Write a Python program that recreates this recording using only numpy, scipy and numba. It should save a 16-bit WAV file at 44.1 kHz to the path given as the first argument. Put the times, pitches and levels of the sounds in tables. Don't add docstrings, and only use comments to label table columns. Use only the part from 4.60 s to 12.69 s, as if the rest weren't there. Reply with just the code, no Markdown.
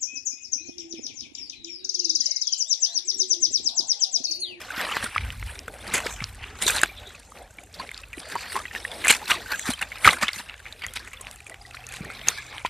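import sys
import numpy as np
from scipy import signal
from scipy.fft import rfft, irfft, next_fast_len
from scipy.io import wavfile
from scipy.ndimage import uniform_filter1d
from numba import njit

SR = 44100
rng = np.random.default_rng(int(sys.argv[2]) if len(sys.argv) > 2 else 0)


def convert_level_to_amplitude(level_db):
    exponent = np.asarray(level_db, float) / 20
    return 10 ** exponent


def to_wav(s):
    ch = np.atleast_2d(s).T
    pcm = np.round(np.clip(ch, -1, 1) * 32767)
    wavfile.write(sys.argv[1], SR, pcm.astype(np.int16))


N = 356769
T = np.arange(N) / SR
TOP_HZ = 14300


def colour(x, points):
    hz, db = np.transpose(points)
    size = next_fast_len(N)
    log_hz = np.log(np.arange(size // 2 + 1) * SR / size + 1)
    gain = convert_level_to_amplitude(np.interp(log_hz, np.log(hz), db))
    return irfft(rfft(x, size) * gain, size)[..., :N]


def band(x, lo_hz, hi_hz):
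    sos = signal.butter(3, [lo_hz, min(hi_hz, .45 * SR)], "band", fs=SR, output="sos")
    return signal.sosfilt(sos, x)


def high_pass(x, hz):
    return signal.sosfilt(signal.butter(6, hz, "high", fs=SR, output="sos"), x)


def unit(x):
    return x / np.sqrt(np.mean(x[0] ** 2))


def samples(s):
    return (s * SR).astype(np.int64)


def walk(rate):
    hold = int(SR / rate)
    steps = np.repeat(rng.standard_normal(N // hold + 1), hold)
    return 1.184 * uniform_filter1d(uniform_filter1d(steps, hold), hold)[:N]


@njit
def rings(length, start, hz, t60, glide, size, side, soft):
    out = np.zeros((2, length))
    for k in range(len(start)):
        p = np.exp(2j * np.pi * hz[k] / SR - np.log(1000.) / (t60[k] * SR))
        steps = int(t60[k] * SR)
        turn = np.exp(2j * np.pi * hz[k] * glide[k] / SR / (steps + 1))
        z, closed, opening = size[k] + 0j, 1., np.exp(-hz[k] / (soft * SR))
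        for i in range(max(start[k], 0), min(start[k] + steps, length)):
            z *= p
            p *= turn
            closed *= opening
            out[0, i] += z.imag * (1 - closed)
            out[1, i] += side[k] * z.imag * (1 - closed)
    return out


def cluster(s, db, hz, rise_ms, fall_ms, spread, cycles, soft, count):
    u = rng.random((len(s), count, 4))
    place = 2.6 * u[..., 0] - 1
    place[:, 0] = 0
    rise, fall = (np.maximum(ms - 1.2, .1)[:, None] / 1000 for ms in (rise_ms, fall_ms))
    late = np.where(place < 0, rise, fall) * place
    pitch = np.minimum(hz[:, None] * 2 ** (spread * (u[..., 1] - .5)), .3 * SR)
    t60 = cycles / pitch
    crowd = np.maximum(count * 0.17 * t60 / (rise + fall + 0.034 * t60), 1)
    sign = np.sign(u[..., 2] - .5)
    size = convert_level_to_amplitude(db[:, None] + 8.0 - 2.36 * np.abs(place)) / np.sqrt(crowd) * sign
    start = samples(s[:, None] + late - .0006)
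    glide = np.full(t60.size, 0.18)
    side = 0.2 * (u[..., 3].ravel() - .5)
    return rings(N, start.ravel(), pitch.ravel(), t60.ravel(), glide, size.ravel(), side, soft)


# (time [s], relative level [dB])
AIR_LEVEL = [(0.0, -51), (0.38, -51), (0.42, -33.5), (0.55, -51.5), (0.6, -28.5), (0.84, -34.5),
             (0.99, -47.5), (1.49, -41), (2.14, -41), (2.7, -51), (4.75, -47), (5.34, -44.5), (5.81, -52),
             (6.35, -45.5), (6.96, -48.5), (8.09, -50)]
# (frequency [Hz], relative level per Hz [dB])
AIR_COLOUR = [(15, -44), (25, -20), (38, -1.5), (59, -5), (104, -9.5), (172, -30.5), (250, -27.5),
              (320, -44), (550, -120)]


def rumble():
    s, db = np.transpose(AIR_LEVEL)
    air = colour(convert_level_to_amplitude(1.6 * walk(14)) * rng.standard_normal(N), AIR_COLOUR)
    return convert_level_to_amplitude(np.interp(T, s, db)) * air / np.std(air)


def brook():
    level_db = -66.5
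    return convert_level_to_amplitude(level_db) * unit(band(rng.standard_normal((2, N)), 1500, 14000))


# lowest Hz, highest Hz, grains per s, cycles per grain, size spread dB, wash against grains dB
SQUELCH = (147.5, 827.5, 401, 9.5, 4.5, -2.5)
CRUNCH = (748, 3317, 2098.5, 14, 5, -6.5)
RUSTLE = (3267, 5995, 1300, 29, 5.5, -5)
FIZZ = (5860, 15400, 1600, 64, 2.6, 6.6)
# (frequency [Hz], gain [dB])
GRAIN_COLOUR = [(88, -45), (150, -7), (340, -11), (495, -7), (714, -6), (1070, -3), (1300, -2.5),
                (1700, -0.5), (2180, -1.5), (2500, -1), (5400, -14.5), (7210, -16.5), (9270, -16),
                (13600, -15.5), (15000, -39)]


def grains(family):
    lo_hz, hi_hz, rate, cycles, spread_db, wash_db = family
    u = rng.random((int(rate * N / SR), 6)).T
    hz = lo_hz * (hi_hz / lo_hz) ** u[1]
    size = convert_level_to_amplitude(-spread_db * np.log(u[2] + 0.028)) * hz
    t60 = cycles * (0.17 + 5.9 * u[3] ** 2) / hz
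    side = 0.54 * (u[4] - .5)
    glide = 0.85 * (u[5] - .3)
    cracks = rings(N, (u[0] * N).astype(np.int64), hz, t60, glide, size, side, 0.31)
    edges = np.geomspace(lo_hz, hi_hz, num=4)
    noise = rng.standard_normal((2, N))
    wash = sum(convert_level_to_amplitude(5.0 * walk(18)) * band(noise, lo, hi) for lo, hi in zip(edges, edges[1:]))
    both = unit(band(cracks, lo_hz, hi_hz)) + convert_level_to_amplitude(wash_db) * unit(wash)
    return unit(colour(both * convert_level_to_amplitude(2.02 * walk(30)), GRAIN_COLOUR))


def fibres():
    rate, spread_db, against_crunch_db = 140, 4.2, -8.5
    u = rng.random((int(rate * N / SR), 3)).T
    hz = 1300 * 2.85 ** u[1]
    size = convert_level_to_amplitude(-spread_db * np.log(u[2] + 0.057))
    cracks = rings(N, (u[0] * N).astype(np.int64), hz, 4.0 / hz, 0 * hz, size, 0 * hz, 0.31)
    return convert_level_to_amplitude(against_crunch_db) * unit(cracks)


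def crackle():
    rate, fade_s, depth = 110, 0.0034, 0.71
    jumps = (rng.random(N) < rate / SR) * rng.exponential(size=N)
    return 1 + depth * signal.lfilter([1], [1, -np.exp(-1 / (fade_s * SR))], jumps)


def families(db, bass_db, treble_db):
    rustle_db = 0.39 + 0.87 * treble_db
    fizz_db = -2.53 + treble_db
    return convert_level_to_amplitude(db + np.array([0 * db, bass_db, rustle_db, fizz_db])) ** 2


# (time [s], relative level [dB], bass against level [dB], treble against level [dB])
TRICKLE = [(0.0, -39, -8.5, -9), (0.54, -40, -16, -8.5), (1.06, -55, 5.5, 0.5), (1.3, -39, -5, -6.5),
           (1.56, -53, -7, -6), (1.8, -53.5, 0, -1), (2.3, -51, 2, -9), (2.5, -49, -1.5, -7),
           (2.63, -57.5, 3, 0), (3.1, -57.5, -4, -9), (3.5, -57.5, -1.5, -8), (4.1, -48, -4, -3),
           (4.4, -44, 0.5, 3), (5.35, -45, -7.5, -1), (5.87, -61, -3, -9), (6.18, -58, 3, 3),
           (6.45, -45, -7.5, -7), (6.84, -61, 5, 0.5), (7.09, -54.5, -2.5, -1.5), (7.58, -44, -2, -5),
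           (8.09, -53, -11, 2)]
# (peak time [s], relative level [dB], fade by 10 dB [ms], bass against level [dB], treble against level [dB])
PRESSES = [(0.21, -29, 102, -5, -3.5), (0.363, -30, 109, -19, -6.5), (0.436, -28, 31, -6.5, -5.5),
           (0.658, -44.5, 52, -7, -2), (0.897, -41.5, 69, -21, -5), (1.35, -22.5, 38, -4, -7.5),
           (1.461, -33.5, 76, -3, -3), (1.627, -37, 54, -19, -5.5), (1.84, -40, 82, -10, -22),
           (2.028, -28.5, 33, -5.5, 0.5), (2.084, -24, 42, -12, 4.5), (2.162, -27, 63, -11, -0.5),
           (2.236, -23, 8, 0, -2), (2.553, -48.5, 37, -16, -5), (2.762, -50.5, 83.5, 7, -4),
           (2.988, -54, 60, 2.5, -14), (3.15, -48.5, 23, -12, 7), (3.205, -41, 75, 0.5, -4),
           (3.363, -47, 82, -3.5, -0.5), (3.6, -47, 65, 2, 1), (3.72, -38, 143, -4.5, -3.5),
           (3.812, -39.5, 121, -21, -1.5), (3.96, -38, 83, -2.5, 1.5), (4.157, -37.5, 27, -4, 4),
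           (4.501, -15.5, 27.5, -15, 0), (4.706, -21.5, 34, -13.5, 0), (4.922, -32.5, 28, -7, 0.5),
           (5.078, -26.5, 33, -12.5, 1), (5.105, -22.5, 9.5, -9, 5), (5.224, -30, 16, -5, -2.5),
           (5.455, -16, 8, -18, -12), (5.476, -19, 48, -6, -2), (5.627, -20.5, 22, -11, -7),
           (5.687, -30, 18, -19, -6), (5.746, -36, 56, -20, 1.5), (5.798, -28.5, 15.5, -11.5, -8),
           (5.894, -43.5, 75, -9.5, -4), (6.069, -45.5, 73, -9, -7), (6.241, -41.5, 65, -29, -7.5),
           (6.365, -31.5, 19, -17, 0.5), (6.67, -45, 100, -3, -5.5), (6.905, -50, 77, -1.5, -6),
           (7.137, -47, 63, -16, -4), (7.334, -42, 75, -14, 3), (7.43, -49, 90, 7, -20),
           (7.689, -26.5, 31, -11, 0), (7.938, -41.5, 83, -5, -6), (8.059, -27.5, 11, -16, -4)]


def weight():
    spray_db = -60.5
    build_share = 0.53
    s, *rest = np.transpose(TRICKLE)
    power = families(*(np.interp(T, s, column) for column in rest))
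    power[3] += convert_level_to_amplitude(spray_db) ** 2
    for s, db, fade_ms, bass_db, treble_db in PRESSES:
        late = (T - s) * 1000 / fade_ms
        near = np.abs(late) < 4
        late = late[near]
        shape = 10 ** -np.where(late < 0, -late / build_share, late)
        power[:, near] += families(db, bass_db, treble_db)[:, None] * shape
    return np.sqrt(power)


def tread():
    gains = weight()
    crunch, squelch, rustle, fizz = (
        gain * grains(family) for gain, family in zip(gains, (CRUNCH, SQUELCH, RUSTLE, FIZZ)))
    rustle = colour(rustle, [(4060 - 640, 0), (4060, 1), (4060 + 640, 0)])
    dry = crackle()
    treble = (rustle + fizz) * dry * convert_level_to_amplitude(-5.5)
    return squelch + fibres() * gains[0] + crunch * dry ** 0.78 + treble


# (peak time [s], relative level [dB], ring frequency [Hz], fade [ms], relative treble level [dB])
CLICKS = [(0.02, -29, 2230, 1.9, -44), (0.104, -23, 1450, 4.3, -40), (0.178, -29, 1890, 3.8, -39),
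          (0.251, -22.5, 2880, 5.4, -45), (0.268, -21.5, 1150, 2.2, -49), (0.29, -14.5, 1240, 2.1, -48),
          (0.314, -21, 1200, 4.9, -36), (0.347, -23, 1960, 3, -43), (0.369, -8.5, 1180, 1.04, -34),
          (0.428, -24, 1610, 5, -48), (0.445, -19, 1490, 3, -48), (0.462, -20, 1460, 2.8, -50),
          (0.494, -27, 1830, 1.1, -46), (0.562, -12, 1224, 2.46, -62), (0.581, -10, 2230, 2.3, -73),
          (0.704, -17.5, 2900, 1.66, -43), (0.828, -21.5, 1960, 1.35, -65), (0.992, -21.5, 4950, 1.5, -36),
          (1.081, -21.5, 1400, 3.1, -36), (1.34, -14, 1990, 7.6, -16.5), (1.458, -19.5, 950, 3, -38),
          (1.605, -18, 2250, 1.9, -44), (1.623, -18, 1190, 0.95, -42), (1.642, -15, 5200, 1.75, -43),
          (1.841, -25.5, 2540, 3.4, -62), (2.018, -17, 1930, 2, -22), (2.023, -20, 2900, 2.9, -18),
          (2.031, -22, 2010, 3, -29), (2.082, -14, 2800, 3, -23), (2.098, -15, 1550, 3.4, -35),
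          (2.106, -38, 1130, 1.9, -12), (2.147, -21, 1400, 3.5, -28), (2.162, -14, 1900, 1.2, -38),
          (2.184, -11, 3630, 1.35, -36), (2.193, -14, 2600, 1.2, -40), (2.216, -21, 1780, 2.1, -15),
          (2.2342, 3.5, 1490, 1.0, -9.5), (2.26, -21, 2200, 1.6, -31), (2.507, -32, 1450, 1.2, -55),
          (2.721, -34, 1210, 2.5, -55), (2.774, -36, 2610, 3.2, -57), (2.986, -29.5, 2280, 3.6, -56),
          (3.037, -47, 2350, 1.5, -33.5), (3.142, -34, 4730, 2.3, -50), (3.2, -26, 960, 6.87, -43),
          (3.215, -38, 1130, 5, -60), (3.292, -23, 2300, 1.6, -46), (3.316, -26, 2080, 2, -34.5),
          (3.345, -24.5, 4240, 1.6, -42), (3.378, -29, 4570, 2.6, -38), (3.436, -33.5, 2630, 6.8, -76),
          (3.532, -29, 2440, 6, -44), (3.582, -28, 2450, 2.2, -49), (3.602, -25, 4670, 2.4, -44),
          (3.69, -45, 2000, 1.3, -32), (3.717, -35, 4050, 5.6, -52), (3.755, -15.5, 950, 2.3, -31),
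          (3.762, -17.5, 970, 3.1, -50), (3.791, -32, 2330, 3.8, -43), (3.811, -47, 2400, 1.5, -32.5),
          (3.831, -33, 1800, 1.34, -35), (3.921, -25, 1750, 2.9, -33), (3.956, -17, 986, 4.1, -37),
          (3.964, -14, 915, 3.4, -42), (3.974, -14.5, 1130, 2.2, -43), (3.992, -22.5, 890, 2.4, -50),
          (4.055, -26, 1820, 4.3, -54), (4.113, -26, 1750, 4, -56), (4.151, -10.5, 1840, 1.3, -50),
          (4.251, -17, 1930, 3, -51), (4.28, -26.5, 2670, 1.5, -45), (4.443, -15, 2070, 4.1, -41),
          (4.449, -15, 2070, 4.2, -24.5), (4.456, -11, 1710, 3.4, -28), (4.4711, -1, 2250, 1.3, -16),
          (4.483, -10.5, 2610, 6.7, -12.5), (4.502, -12, 2090, 2.3, -22), (4.506, -0.5, 2270, 2.5, -10),
          (4.51, -2, 2600, 2, -6.5), (4.514, -3, 2770, 2, -9.5), (4.53, -17, 1510, 3.2, -30),
          (4.539, -15, 2480, 2.8, -42), (4.618, -27.5, 890, 9, -52), (4.717, -5, 2800, 2.3, -38),
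          (4.76, -25, 3700, 1.5, -40), (4.995, -13.5, 2120, 0.97, -14.5), (5.136, -26, 3030, 2.1, -27),
          (5.217, -37, 1920, 0.97, -18.5), (5.226, -19.5, 2600, 5, -33), (5.32, -26.5, 2070, 6.9, -61),
          (5.4468, -4.5, 2140, 5.2, -22), (5.456, 2, 1350, 1.8, -19), (5.467, -4, 1710, 2.2, -18),
          (5.476, 1, 1296, 3.6, -36), (5.48, -2, 1560, 2.5, -32), (5.483, -4, 1800, 1.6, -26),
          (5.49, 5, 2020, 1.6, -33), (5.533, -22, 1430, 9.1, -44), (5.569, -25, 1500, 4.7, -42),
          (5.633, -15, 1300, 4, -36), (5.683, -10.5, 3470, 2.34, -34), (5.689, -14.5, 2090, 3.2, -46.5),
          (5.733, -20.5, 4530, 1.8, -30), (5.897, -22.5, 2660, 2.18, -53), (5.942, -23, 2170, 2.1, -54),
          (5.796, -36, 1980, 2.9, -46), (6.001, -36, 1670, 4.1, -60), (6.056, -30, 2100, 2.8, -60),
          (6.065, -30.5, 2250, 9.4, -60), (6.126, -32, 3720, 4, -43), (6.221, -27, 2120, 4.3, -55),
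          (6.238, -18, 2470, 2.7, -55), (6.244, -22, 1970, 5, -60), (6.266, -21, 1930, 1.24, -21.5),
          (6.338, -33, 4470, 1.2, -22.5), (6.359, -24, 2600, 1.4, -26), (6.363, -20.5, 2700, 2.65, -31.5),
          (6.372, -16, 2420, 1.9, -38), (6.475, -29, 1910, 3, -44), (6.534, -30, 2370, 5.5, -38.5),
          (6.612, -39, 1070, 4.4, -30.5), (6.649, -30, 2470, 1.5, -55), (6.67, -23, 2600, 0.98, -52),
          (6.713, -32, 5030, 1.3, -28), (6.76, -43, 1390, 2, -34.5), (6.805, -36, 2400, 2.9, -44),
          (6.868, -37.5, 2330, 11, -42.5), (6.898, -24.5, 2280, 1.37, -29.5),
          (6.944, -27.5, 2120, 1.8, -42), (7.11, -27.5, 2370, 3, -45), (7.146, -31, 1400, 5.1, -62),
          (7.17, -28.5, 2200, 3.2, -57), (7.268, -32, 6000, 2.3, -34), (7.29, -38, 2520, 1.74, -28.5),
          (7.324, -30, 2350, 2, -30), (7.339, -22, 2260, 1.8, -31.5), (7.369, -30, 3620, 2, -38),
          (7.448, -29.5, 1860, 4, -40.5), (7.502, -21, 1400, 1.7, -41), (7.686, -2.5, 6360, 2.05, -10),
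          (7.594, -25, 3450, 2, -50), (7.615, -28, 3080, 3.5, -51), (7.929, -29, 2000, 1.5, -53),
          (7.982, -20, 2820, 1.5, -48), (8.05, -6, 1000, 1.33, -41), (8.062, -19.5, 3040, 2.6, -35)]


def clicks():
    s, db, hz, fall_ms, treble_db = np.transpose(CLICKS)
    rise_ms = 1.5 + 0.2 * fall_ms
    wet = np.clip(fall_ms / 4.3, 0, 1)
    note = cluster(s, db - 8.0 + 5.1 * wet, hz, rise_ms, fall_ms, spread=0.15 + 0.067 * wet[:, None],
                   cycles=15.0 + 24 * wet[:, None], soft=0.37, count=6)
    grit = cluster(s, db - 6.0 - 5.0 * wet, np.sqrt(hz * 2000), rise_ms, fall_ms, spread=1.26,
                   cycles=13.5, soft=0.18, count=14)
    spit = cluster(s, treble_db - 4.5, 8800 + 0 * s, rise_ms, fall_ms, spread=1.03,
                   cycles=60, soft=0.31, count=24)
    snap = rings(N, samples(s - .0005), np.sqrt(hz * 1800), 0.0022 + 0 * s, 0 * s,
                 convert_level_to_amplitude(db + 5.5 - 19.5 * wet), 0 * s, 0.25)
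    return note + grit + spit + snap


def ticks():
    rate, spread_db, fade_ms = 18.5, 2.5, 3.5
    u = rng.random((int(rate * N / SR), 3)).T
    one = np.ones(u.shape[1])
    db = -50 - spread_db * np.log(u[1] + 0.055)
    hz = 8598 * 2 ** (0.63 * (u[2] - .5))
    return cluster(u[0] * N / SR, db, hz, 1.2 * one, fade_ms * one, spread=0.98, cycles=35, soft=1.0, count=8)


# (peak time [s], relative level [dB], central ring frequency [Hz])
THUDS = [(0.181, -33, 278), (0.44, -34, 260), (0.58, -36, 78.6), (0.737, -33, 81), (1.083, -31.5, 515),
         (1.352, -35, 443), (1.464, -27.5, 450), (1.627, -23.5, 105), (1.824, -34, 83), (2.065, -28, 386),
         (2.237, -25, 320), (3.58, -34, 320), (3.754, -37, 390), (4.506, -24.5, 454), (4.71, -41, 172),
         (5.095, -20.5, 276), (5.474, -24, 84), (5.636, -30, 245), (5.77, -36, 223), (6.281, -43, 91),
         (7.415, -29.5, 168), (7.459, -34, 199), (7.678, -38, 252)]


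def thuds():
    s, db, hz = np.repeat(np.transpose(THUDS), 2, axis=1)
    u = rng.random((len(s), 2)).T
    start = samples(s - (0.66 + u[0]) / hz)
    pitch = hz * 2 ** (0.34 * (u[1] - .5))
    return rings(N, start, pitch, 0.011 + 8.6 / hz, -.1 + 0 * s, convert_level_to_amplitude(db + 4.0), 0 * s, 0.1)


# (start [s], end [s], relative level [dB], centre frequency [Hz])
HISSES = [(2.29, 2.557, -50.5, 3600), (3.182, 3.223, -40, 4300), (3.616, 4, -47, 4500),
          (4.885, 4.965, -24, 1580), (6.59, 7.4, -55, 757), (7.403, 8.04, -44, 2270),
          (7.55, 8.035, -50, 3670)]


def hisses():
    edge_s, half_width = 0.05, 0.09
    noise = rng.standard_normal((2, N)) * convert_level_to_amplitude(5.2 * walk(60))
    out = np.zeros((2, N))
    for start, end, db, hz in HISSES:
        edge = min(edge_s, (end - start) / 2.2)
        gate = np.clip(np.minimum(T - start, end - T) / edge, 0, 1)
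        out += convert_level_to_amplitude(db) * gate * unit(band(noise, hz * (1 - half_width), hz * (1 + half_width)))
    return out


# (start [s], relative level [dB], starting pitch [Hz], relative length [ms])
DROPS = [(2.296, -31, 2360, 7.4), (2.548, -32, 2540, 3.6), (3.217, -35, 2100, 4.6), (3.542, -31, 1940, 5.7),
         (3.774, -28.5, 4580, 3), (3.999, -21, 1210, 4.7), (4.08, -28, 2490, 3.8), (4.16, -16.5, 1790, 4.3),
         (4.318, -30, 2150, 4), (4.859, -23, 1530, 4.7), (5.136, -19.5, 3100, 4.6), (6.22, -33, 4570, 2.5),
         (6.241, -32, 4640, 4.3), (6.283, -30, 3220, 5.2), (6.572, -29, 3440, 2.5),
         (6.918, -31.5, 1960, 6.5), (7.014, -37, 4850, 3.6), (7.051, -30.5, 1940, 4.3),
         (7.239, -30, 2610, 3.9), (7.287, -29, 2530, 3.7), (7.782, -25, 1670, 8.5), (8.016, -30, 2290, 3.2)]


def drops():
    s, db, hz, ms = np.transpose(DROPS)
    t60 = 7.3 * ms / 1000
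    return rings(N, samples(s), hz, t60, 0.039 + 0 * s, convert_level_to_amplitude(db + 2.5), 0 * s, 3.6)


def hum():
    start_s, hz, db, waver_db = 7, 122, -54, 2
    phase = 2 * np.pi * np.cumsum(hz * (1 + 0.0104 * walk(1.1))) / SR
    fade_in = np.clip((T - start_s) / 0.074, 0, 1)
    return convert_level_to_amplitude(db + waver_db * walk(6)) * fade_in * np.sqrt(2) * np.sin(phase)


def width(side):
    side_hz, side_db = 5370, 4.0
    edges = np.geomspace(side_hz, TOP_HZ, num=6)
    bands = (band(side, lo, hi) * np.clip(0.16 + 1.2 * walk(6.7), 0, 1) for lo, hi in zip(edges, edges[1:]))
    return convert_level_to_amplitude(side_db) * high_pass(sum(bands), side_hz)


def scene():
    mid, side = brook() + tread() + clicks() + ticks() + thuds() + hisses() + drops()
    side = width(side)
    return rumble() + hum() + mid + np.array([side, -side])


def low_pass(x):
    return signal.sosfilt(signal.butter(12, 15610, fs=SR, output="sos"), x)


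# (frequency [Hz], gain [dB])
MICROPHONE = [(3000, -2), (4700, -0.5), (5900, 0), (7300, 2), (9500, 1.5), (12000, -5.5)]


def record(dry):
    x = colour(high_pass(dry, 43), MICROPHONE)
    x = x / np.maximum(np.abs(x).max(axis=0), 1)
    x = signal.sosfilt(signal.ellip(6, .3, 40, TOP_HZ, fs=SR, output="sos"), x)
    return low_pass(x)


dry = scene()
out = record(dry)
to_wav(out)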